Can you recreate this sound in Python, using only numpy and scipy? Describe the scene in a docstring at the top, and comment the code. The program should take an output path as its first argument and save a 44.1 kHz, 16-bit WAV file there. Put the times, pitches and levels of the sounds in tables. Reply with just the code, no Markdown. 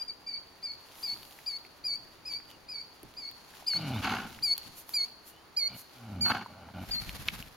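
"""Horse rolling in a dry paddock

A horse rolls in sliding dirt, heaves itself up, swishes its tail and shakes. It groans as slack
airway tissue chops its breath, and snorts twice through flapping nostrils. Close by, a small bird
repeats one high, dipping chirp, echoed briefly by ground, fences and trees. Faint airy whistles
and an outdoor hush lie under it all."""
import sys
import numpy as np
from scipy import signal
from scipy.fft import rfft, irfft, next_fast_len
from scipy.io import wavfile
from scipy.ndimage import uniform_filter1d

SR = 44100
rng = np.random.default_rng(int(sys.argv[2]) if len(sys.argv) > 2 else 0)


def wrap_up_sound(samples):
    """Save the sound to the file named by the first command line argument, as 16-bit audio."""
    columns = np.atleast_2d(samples).T
    # keep every value between -1 and 1, then stretch to whole-number steps
    tamed = np.clip(columns, -1, 1)
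    steps = np.round(tamed * 32767).astype(np.int16)
    wavfile.write(sys.argv[1], SR, steps)


N = 333396
T = np.arange(N) / SR


def from_db(db):
    return 10 ** (np.asarray(db) / 20)


def unit_rms(x):
    return x / np.sqrt(np.mean(x ** 2) + 1e-20)


def curve_at(rows, x):
    """Interpolate the remaining columns at x along the first."""
    knots, *columns = np.transpose(rows)
    return [np.interp(x, knots, column) for column in columns]


def add(out, start_s, x):
    """Mix x in at start_s."""
    at = int(round(start_s * SR))
    x = x[..., max(0, -at):max(0, N - at)]
    out[..., max(0, at):max(0, at) + x.shape[-1]] += x


def drift(rate_hz, size=N):
    """Smooth random wander, rms about 1."""
    hop, settle = 40, 2000
    pole = np.exp(-2 * np.pi * rate_hz * hop / SR)
    noise = rng.standard_normal(size // hop + settle + 2)
    slow = signal.lfilter([1], [1, -2 * pole, pole * pole], noise)[settle:]
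    return np.interp(np.arange(size) / hop, np.arange(len(slow)), unit_rms(slow))


def band(x, centre_hz, width_hz, order=2, kind="band"):
    edges_hz = [max(centre_hz - width_hz / 2, 20), centre_hz + width_hz / 2]
    return signal.sosfilt(signal.butter(order, edges_hz, kind, fs=SR, output="sos"), x)


def resonate(x, modes):
    """Parallel resonances (centre_hz, width_hz, gain_db), rms 1."""
    return unit_rms(sum(from_db(db) * band(x, hz, width_hz) for hz, width_hz, db in modes))


def white_pair(correlation, size):
    """Stereo white noise."""
    mid, side = rng.standard_normal((2, size))
    return np.sqrt((1 + correlation) / 2) * mid + np.sqrt((1 - correlation) / 2) * side * [[1], [-1]]


# left-right likeness: freq_hz, correlation
STEREO_CORRELATION = [(60, 0.74), (600, 0.48), (1500, 0.5), (3000, 0.2), (6000, 0.44), (14000, 0.56)]
def coloured(spectrum, grain_db=0):
    """Shaped stereo noise, rms 1; unequal grains make it crackle."""
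    size = next_fast_len(N)
    log_hz = np.log(np.arange(size // 2 + 1) * SR / size + 1)

    def per_bin(points):
        hz, values = np.transpose(points)
        return np.interp(log_hz, np.log(hz), values)

    grains = from_db(grain_db * np.minimum(rng.exponential(1, size), 7))
    mid, side = rfft(rng.standard_normal((2, size)) * grains)
    correlation = per_bin(STEREO_CORRELATION)
    stereo = np.sqrt(1 + correlation) * mid + np.sqrt(1 - correlation) * side * [[1], [-1]]
    return unit_rms(irfft(from_db(per_bin(spectrum)) * stereo, size)[:, :N])


def swells(rows, rest_db):
    """Gain of pushes that build and die away over a resting level."""
    power = sum(from_db(db - 20 * np.maximum((peak_s - T) / rise_s, (T - peak_s) / fall_s)) ** 2
                for peak_s, rise_s, fall_s, db in rows)
    return np.sqrt(power + from_db(rest_db) ** 2)


# body and hooves sliding, pressing: peak_s, rise_20db_s, fall_20db_s, level_db
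SLIDES = [(0, .1, 0.12, -57), (1.12, 0.6, 1.0, -55), (2.325, .045, .05, -52), (2.35, .6, .6, -66),
          (2.51, .05, .05, -56.5), (4.08, 1.05, 0.75, -48.5), (4.68, 0.5, 0.1, -56),
          (5.06, 0.9, 0.1, -55.5), (5.96, .4, 0.5, -60), (6.35, .25, 0.18, -56.5)]
PRESSES = [(1.16, .2, .15, -59), (2.3, 2.2, 1.6, -64), (3.045, .025, .07, -51.5), (3.2, .05, .06, -62),
           (4.25, .9, 0.65, -54), (4.42, 0.15, .05, -52), (4.66, .05, 0.2, -57)]
# loose dirt, pressed ground: freq_hz, density_db
SAND_SPECTRUM = [(500, -8), (850, 9), (1400, -0.5), (2500, 2), (5000, 0.5), (7000, -3), (9500, -4.5),
                 (12000, -3), (15500, -14)]
GROUND_SPECTRUM = [(25, 2), (55, 1), (130, 3.5), (230, 0.5), (320, 1.5), (480, -21), (1000, -26),
                   (3000, -55)]
def rolling(stones_per_s=90.0, stones_db=-6.5, lumps_db=2.0):
    """Dry grains slide in clumps and small stones tick over the dull rubbing of the body."""
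    sand = from_db(2 * drift(21)) * coloured(SAND_SPECTRUM, grain_db=1.0)
    hits = rng.random(N) < stones_per_s / SR
    ticks = hits * rng.standard_normal(N) * from_db(rng.normal(0, 2.2, (2, N)))
    stone_modes = [(1540, 1700, -1.5), (3250, 2350, 4.5), (11100, 11000, -6.5)]
    stones = from_db(stones_db) * resonate(ticks, stone_modes)
    rubbing = from_db(lumps_db * drift(12)) * coloured(GROUND_SPECTRUM)
    return swells(SLIDES, rest_db=-68) * (sand + stones) + swells(PRESSES, rest_db=-74.5) * rubbing


# start_s, length_s, first_hz, last_hz, hum_db, swell_db, air_db, hiss_re_air_db, first_rough, last_rough
GROANS = [(3.745, .275, 164, 82, -33.6, 14, -45, -1.5, .22, .5),
          (5.685, 0.092, 61.8, 60, -47.5, 13, -55, 1, .5, 0.27),
          (5.93, .34, 128.1, 58.1, -38, 28, -53.5, -9, .12, .7),
          (6.48, .25, 98, 87.6, -52.5, 3, -54.5, -11, 1.0, .3),
          (6.738, 0.12, 95.8, 91.3, -40.5, 3.3, -48, -9, .4, 0.63)]
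# airway resonances: centre_hz, width_hz, gain_db
CHEST_MODES = [(118.5, 57, 0.5), (201, 79, 1)]
THROAT_AIR_MODES = [(688, 200, 9.5), (789, 100, 8.5), (1197, 145, 4.5), (1400, 170, 7)]
THROAT_HISS_MODES = [(2323, 240, 2), (3020, 300, -2), (3600, 1500, -7)]
def groans(jitter=0.16, shimmer_db=17.0, gating=0.58, rasp_db=-5, crest_share=0.83, release_s=0.018):
    """Slack airway tissue beats unevenly and ever slower, chopping the air as the groan swells."""
    out, size = np.zeros((2, N)), SR // 2
    t = np.arange(size) / SR
    for (start_s, length_s, first_hz, last_hz, hum_db, swell_db, air_db, hiss_db,
         first_rough, last_rough) in GROANS:
        along = np.clip(t / length_s, 0, 1)
        pitch_hz = first_hz + (last_hz - first_hz) * along ** 1.6
        rough = first_rough + (last_rough - first_rough) * along ** 2
        effort_db = -swell_db * (1 - along / crest_share) ** 2
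        phase = 2 * np.pi * np.cumsum(pitch_hz * (1 + jitter * rough * drift(59, size))) / SR
        pulses = sum(np.cos(k * phase) / np.sqrt(k) for k in range(1, 8))
        hum = resonate(pulses * from_db(shimmer_db * rough * drift(36, size)), CHEST_MODES)
        hum = hum / np.sqrt(uniform_filter1d(hum ** 2, size=1400) + 1e-4)   # even out the level
        rasp = from_db(rasp_db) * rough * resonate(rng.standard_normal(size), [(240, 92, 0)])
        opening = unit_rms(np.exp(gating * np.cos(phase)))
        flow = white_pair(0.99, size) * opening
        air = resonate(flow, THROAT_AIR_MODES) + from_db(hiss_db) * resonate(flow, THROAT_HISS_MODES)
        groan = from_db(hum_db + effort_db) * (hum + rasp) + from_db(air_db + 0.32 * effort_db) * air
        add(out, start_s, groan * np.clip((length_s - t) / release_s, 0, 1))
    return out


# blast curve per snort: time_s, force_db
SNORT_BLASTS = [
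    [(4.015, -44), (4.035, -33), (4.141, -35), (4.267, -46), (4.295, -57), (4.36, -59)],
    [(6.24, -57), (6.262, -37.5), (6.284, -42.5), (6.306, -29), (6.322, -31), (6.328, -46), (6.352, -34),
     (6.398, -46), (6.424, -41), (6.44, -55), (6.45, -56)],
]
# mix per snort at ref_db: nose_db, hiss_db, thrum_db
SNORT_MIXES = [(-34.3, -37.8, -40.5), (-33.7, -40.5, -41)]
# head resonances: centre_hz, width_hz, gain_db
NOSE_MODES = [(855, 208, -2.5), (1098, 230, -3.5), (1407, 284, -3)]
NOSTRIL_MODES = [(2283, 210, 1.5), (2630, 750, 0.5), (2845, 650, -8), (3370, 140, -3.5), (4330, 750, -2.5),
                 (5900, 1160, -12.5)]
def snorts(flap_hz=52, jitter=0.36, lurch_db=1.5, ref_db=-35, attack_s=.015, release_s=.025,
           hiss_fade_db_per_s=14):
    """A blast flaps the nostrils, one puff per flap; the hiss fades as they slacken."""
    out, size = np.zeros((2, N)), SR // 2
    t = np.arange(size) / SR
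    thrum_modes = [(118, 72, -3), (223, 83, 2.5), (323, 130, -10.5)]
    for blast, (nose_db, hiss_db, thrum_db) in zip(SNORT_BLASTS, SNORT_MIXES):
        start_s, end_s = blast[0][0], blast[-1][0]
        force_db = curve_at(blast, start_s + t)[0] - ref_db
        phase = 2 * np.pi * np.cumsum(flap_hz * (1 + jitter * drift(46, size))) / SR
        opening = unit_rms(np.exp(.45 * np.cos(phase)))
        nose = resonate(white_pair(0.99, size) * opening, NOSE_MODES)
        nose *= from_db(nose_db + force_db)
        hiss = resonate(white_pair(0.7, size) * opening, NOSTRIL_MODES)
        hiss *= from_db(hiss_db + .95 * force_db - hiss_fade_db_per_s * t)
        thrum = resonate(white_pair(1.0, size) * opening, thrum_modes)
        thrum *= from_db(thrum_db + .68 * force_db + lurch_db * drift(25, size))
        gate = np.minimum(t / attack_s, 1) * np.exp(-np.maximum(start_s + t - end_s, 0) / release_s)
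        add(out, start_s, (nose + hiss + thrum) * gate)
    return out


# skin thud, coat slap: freq_hz, density_db
SKIN_SPECTRUM = [(15, -34), (42, 1), (80, -8), (130, -8), (220, -11), (330, -24.5), (600, -49), (2000, -65)]
COAT_SPECTRUM = [(300, -3), (800, 0.5), (1600, 1.5), (2500, 1), (4500, -1), (6500, -7), (10000, -6.5),
                 (13000, -4), (14500, -11), (15500, -18)]
def shake(hold_from_s=6.9, hold_to_s=7.32, rise_20db_s=.14, fall_20db_s=0.23,
          swing_hz=15.6, crest_s=7.212, skin_db=-46.5, coat_db=-47.5):
    """Loose skin thuds on every swing while mane and coat slap to and fro."""
    before = np.maximum(hold_from_s - T, 0) / rise_20db_s
    after = np.maximum(T - hold_to_s, 0) / fall_20db_s
    vigour_db = -20 * (before + after ** 2)
    swing = np.cos(2 * np.pi * swing_hz * (T - crest_s))
    skin = from_db(skin_db + vigour_db + 5.0 * (swing - 0.23)) * coloured(SKIN_SPECTRUM)
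    slap_db = 3.6 * swing + 1.8 * drift(60)
    coat = from_db(coat_db + vigour_db + slap_db) * coloured(COAT_SPECTRUM, grain_db=3.0)
    return skin + coat


# start_s, level_db, ring_hz, t60_s, crack_db
KNOCKS = [(1.163, -44.5, 1200, 0.0053, -8), (1.389, -38, 1940, 0.0042, -8),
          (1.650, -40.5, 2200, 0.006, -19), (2.401, -44.5, 1960, 0.0079, -19),
          (2.503, -45.5, 3000, 0.0069, 7), (3.031, -44, 353, 0.027, 11.5), (3.314, -44, 3500, .006, 8),
          (3.537, -45.5, 1660, 0.013, -21), (3.624, -39.5, 780, 0.0066, -23),
          (3.7348, -30, 1470, 0.0092, -2), (3.96, -40, 930, .010, -16), (4.389, -36.5, 2250, 0.0038, -20),
          (4.5795, -32.5, 4300, 0.008, 12.5), (4.8925, -39.5, 970, 0.0075, 13.5),
          (6.460, -35.5, 960, 0.019, -17), (6.687, -39.5, 896, 0.016, -28), (6.894, -41.5, 730, 0.025, -8),
          (7.0935, -25, 2480, 0.0017, -4), (7.2849, -16, 2970, 0.0027, -20),
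          (7.287, -18.5, 2270, 0.007, -26), (7.36, -36, 2720, 0.0064, -23),
          (7.4255, -34.5, 2830, 0.0065, -1)]
def knocks(grit_db=-7, crack_t60_s=0.0067, build_cycles=0.99):
    """Grit, hoof knocks and slaps: a damped ring, a spray near its pitch and a bright crack."""
    out, t = np.zeros((2, N)), np.arange(SR // 15) / SR
    for start_s, level_db, ring_hz, t60_s, crack_db in KNOCKS:
        envelope = (1 - np.exp(-(t * ring_hz / build_cycles) ** 2)) * from_db(-60 * t / t60_s)
        grit = from_db(grit_db) * resonate(white_pair(0.97, len(t)), [(ring_hz, ring_hz, 0)])
        body = (np.sin(2 * np.pi * ring_hz * t) + grit) * envelope / envelope.max()
        crack = resonate(white_pair(0.42, len(t)), [(11600, 6600, 7), (3900, 6000, 3)])
        crack *= from_db(crack_db - 60 * t / crack_t60_s) / 2
        add(out, start_s, from_db(level_db) * (body + crack))
    return out


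# peak_s, half_width_s, level_db
SWISHES = [(1.02, 0.057, -53), (1.28, 0.21, -59), (4.791, 0.025, -46), (4.895, 0.017, -54),
           (4.935, 0.022, -49), (5.285, 0.023, -50.5), (5.79, 0.028, -47), (6.29, .035, -50.5)]
# tail hair: freq_hz, density_db
HAIR_SPECTRUM = [(2000, -16), (4000, -12.5), (6500, -10.5), (9500, -8), (12000, -3.5), (14000, -8),
                 (15500, -17)]
def tail_swishes():
    """Tail hair sweeps the ground, then whips the air and the legs."""
    sweep = sum(from_db(db) / (1 + ((T - peak_s) / half_width_s) ** 2 / 2) ** 2
                for peak_s, half_width_s, db in SWISHES)
    return sweep * coloured(HAIR_SPECTRUM, grain_db=3.0)


# start_s, length_s, top_hz, dip_hz, early_db, late_db, fundamental_db, overtones_db, pan_db
CHIRPS = [(-0.008, 0.041, 4950, 4746, -39.5, -36.5, -21.5, -27, 2),
          (.077, .037, 4840, 4620, -39, -37, -22, -28, 2),
          (.263, .12, 4755, 4530, -39, -42, -16, -29.5, .5),
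          (.626, .12, 4850, 4420, -36.5, -42, -18.5, -31, 2),
          (1.026, .12, 4855, 4413, -36.5, -33.5, -21, -27.5, 3),
          (1.46, .12, 4845, 4405, -35.5, -37, -20, -26, 3.5),
          (1.839, .13, 4906, 4497, -33.5, -32.5, -21.5, -26.5, 1.5),
          (2.25, .13, 5060, 4543, -39, -38, -16.5, -23, 1),
          (2.682, .14, 4990, 4504, -41.5, -43, -14.5, -24, 1),
          (3.166, .13, 4890, 4416, -44.5, -42.5, -16, -25.5, 1),
          (3.664, .12, 4904, 4350, -30, -28.5, -22, -25, 2),
          (4.425, .12, 4840, 4416, -27, -27.5, -23, -23, 2.5),
          (4.936, .12, 4840, 4350, -26, -30, -20, -22.5, 0),
          (5.564, .12, 4836, 4315, -29.5, -28, -16.5, -20.5, -3),
          (6.208, .11, 4733, 4345, -25.5, -28.5, -22, -25, -2.5),
          (6.909, .1, 4790, 4290, -30, -35, -22.5, -28, 4)]
# one chirp: length_share, height (dip 0, top 1), gain
CHIRP_SHAPE = [(0, -0.26, 0.14), (.06, 0.873, 0.72), (.13, 1.06, 1), (.2, .9, 1), (.35, .32, 0.74),
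               (.5, .08, 0.89), (.7, -.02, 0.92), (.84, 0.049, 0.94), (.94, 0.417, 0.7), (1, -0.048, 0)]
# bird's bearing as the microphone turns: time_s, left_lead_ms
BIRD_BEARING = [(0, 0.032), (2.6, -0.03), (3.7, 0.013), (4.95, -0.021), (5.6, -0.0554), (6.2, -.11),
                (7, -0.13)]
def bird(waver=0.0021, flutter_db=2.2, strain_db=6.0, ref_db=-35, scatter_db=-43.5):
    """Chirps leap, sag and lift, carried by the second partial. Returns direct and scattered sound."""
    direct, scattered, size = np.zeros((2, N)), np.zeros((2, N)), SR // 6
    t = np.arange(size) / SR
    sides = np.array([[.5], [-.5]])
    for (start_s, length_s, top_hz, dip_hz, early_db, late_db,
         fundamental_db, overtones_db, pan_db) in CHIRPS:
        height, gain = curve_at(CHIRP_SHAPE, t / length_s)
        lead_ms, = curve_at(BIRD_BEARING, start_s)
        level_db = np.interp(t / length_s, [.3, .6], [early_db, late_db])
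        fundamental_hz = (dip_hz + (top_hz - dip_hz) * height) / 2 * (1 + waver * drift(150, size))
        phase = 2 * np.pi * (np.cumsum(fundamental_hz) / SR + fundamental_hz * lead_ms / 1000 * sides)
        bright_db = overtones_db + strain_db * (height - .5)   # the strained top is richest
        rolloff_db = 5 - .2 * (early_db - ref_db)
        partials_db = [fundamental_db, 0, bright_db, bright_db + 1,
                       bright_db - rolloff_db, bright_db - 2 * rolloff_db]
        partials = [from_db(db + flutter_db * drift(52, size)) * np.sin(k * phase)
                    for k, db in enumerate(partials_db, 1)]
        envelope = np.sqrt(2) * gain * np.clip((length_s - t) / 0.0056, 0, 1)
        add(direct, start_s, sum(partials) * envelope * from_db(level_db + pan_db * sides))
        # scatter favours the low partials and the dip
        returning = sum(partials[:2]) + from_db(-4.5) * sum(partials[2:])
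        return_db = scatter_db + .35 * (level_db - ref_db) - 2.0 * (height - .5)
        add(scattered, start_s, returning * envelope * from_db(return_db))
    return direct, scattered


def foliage_scatter(x, stir_hz=68.0):
    """Moving leaves make echoes waver in strength and phase, spreading a tone."""
    analytic = signal.hilbert(x, next_fast_len(N), axis=1)[:, :N]
    return np.real(analytic * (drift(stir_hz) + 1j * drift(stir_hz))) / np.sqrt(2)


def yard_echo(x, far_t60_s=0.61, near_t60_s=0.09, onset_s=0.0049, near_db=10.5, slap_db=-4.5,
              trees_hz=4190.0, trees_db=1.5):
    """Ground and fences reflect first, some as distinct slaps; trees add a thin tail."""
    t = np.arange(SR * 2 // 3) / SR
    near, far = rng.standard_normal((2, 2, len(t)))
    far = far + from_db(trees_db) * band(far, trees_hz, width_hz=260, order=1)
    response = far * from_db(-60 * t / far_t60_s) + near * from_db(near_db - 60 * t / near_t60_s)
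    response *= np.clip(t / onset_s, 0, 1)
    response /= np.sqrt(np.sum(response ** 2) / 2)
    for side in response:
        slaps_s = rng.uniform(.012, .04, 2)
        side[(slaps_s * SR).astype(int)] += from_db(slap_db)
    return from_db(-1.5) * signal.fftconvolve(x, response, axes=1)[:, :N]


# start_s, length_s, from_hz, to_hz, level_db
WHISTLES = [(2.469, 0.11, 3050, 2790, -62.5), (3.661, 0.11, 2940, 2900, -55),
            (3.806, 0.092, 2680, 3020, -49.5), (3.924, 0.08, 3440, 3890, -49),
            (5.278, .16, 2710, 3150, -64.5), (6.117, 0.038, 2780, 2830, -62)]
def whistles(spread_hz=70.0):
    """Narrow gliding bands of air noise swell and fade."""
    out, size = np.zeros((2, N)), SR // 5
    t = np.arange(size) / SR
    for start_s, length_s, from_hz, to_hz, level_db in WHISTLES:
        along = np.clip(t / length_s, 0, 1)
        phase = 2 * np.pi * np.cumsum(from_hz + (to_hz - from_hz) * along) / SR
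        air = drift(spread_hz, size) * np.cos(phase) + drift(spread_hz, size) * np.sin(phase)
        add(out, start_s, from_db(level_db) * np.sin(np.pi * along) * air)
    return out


# outdoor background: freq_hz, density_db
HUSH_SPECTRUM = [(15, -42), (25, -5), (75, 1.5), (144, -3), (359, 1.5), (523, -1), (945, -0.5),
                 (3720, -12.5), (4500, -5), (5140, -15.5), (7100, -19.5), (7910, -36), (9050, -18),
                 (12800, -29), (15500, -21)]
def hush(level_db=-57):
    """Faint, steady outdoor noise."""
    return from_db(level_db) * coloured(HUSH_SPECTRUM)


def scene(horse_send_db=-18.5):
    """Horse and bird share the open yard."""
    chirps, scattered = bird()
    horse = groans() + snorts() + rolling() + tail_swishes() + shake() + knocks()
    background = hush() + whistles()
    echo = yard_echo(foliage_scatter(scattered) + from_db(horse_send_db) * horse)
    return horse + chirps + echo + background


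def record(dry, notch_hz=8200, cutoff_hz=15850):
    """The microphone has a deep treble notch; the top is cut."""
    notched = band(dry, notch_hz, width_hz=1100, kind="bandstop")
    return signal.sosfilt(signal.ellip(10, .3, 70, cutoff_hz, fs=SR, output="sos"), notched)


dry = scene()
out = record(dry)
wrap_up_sound(out)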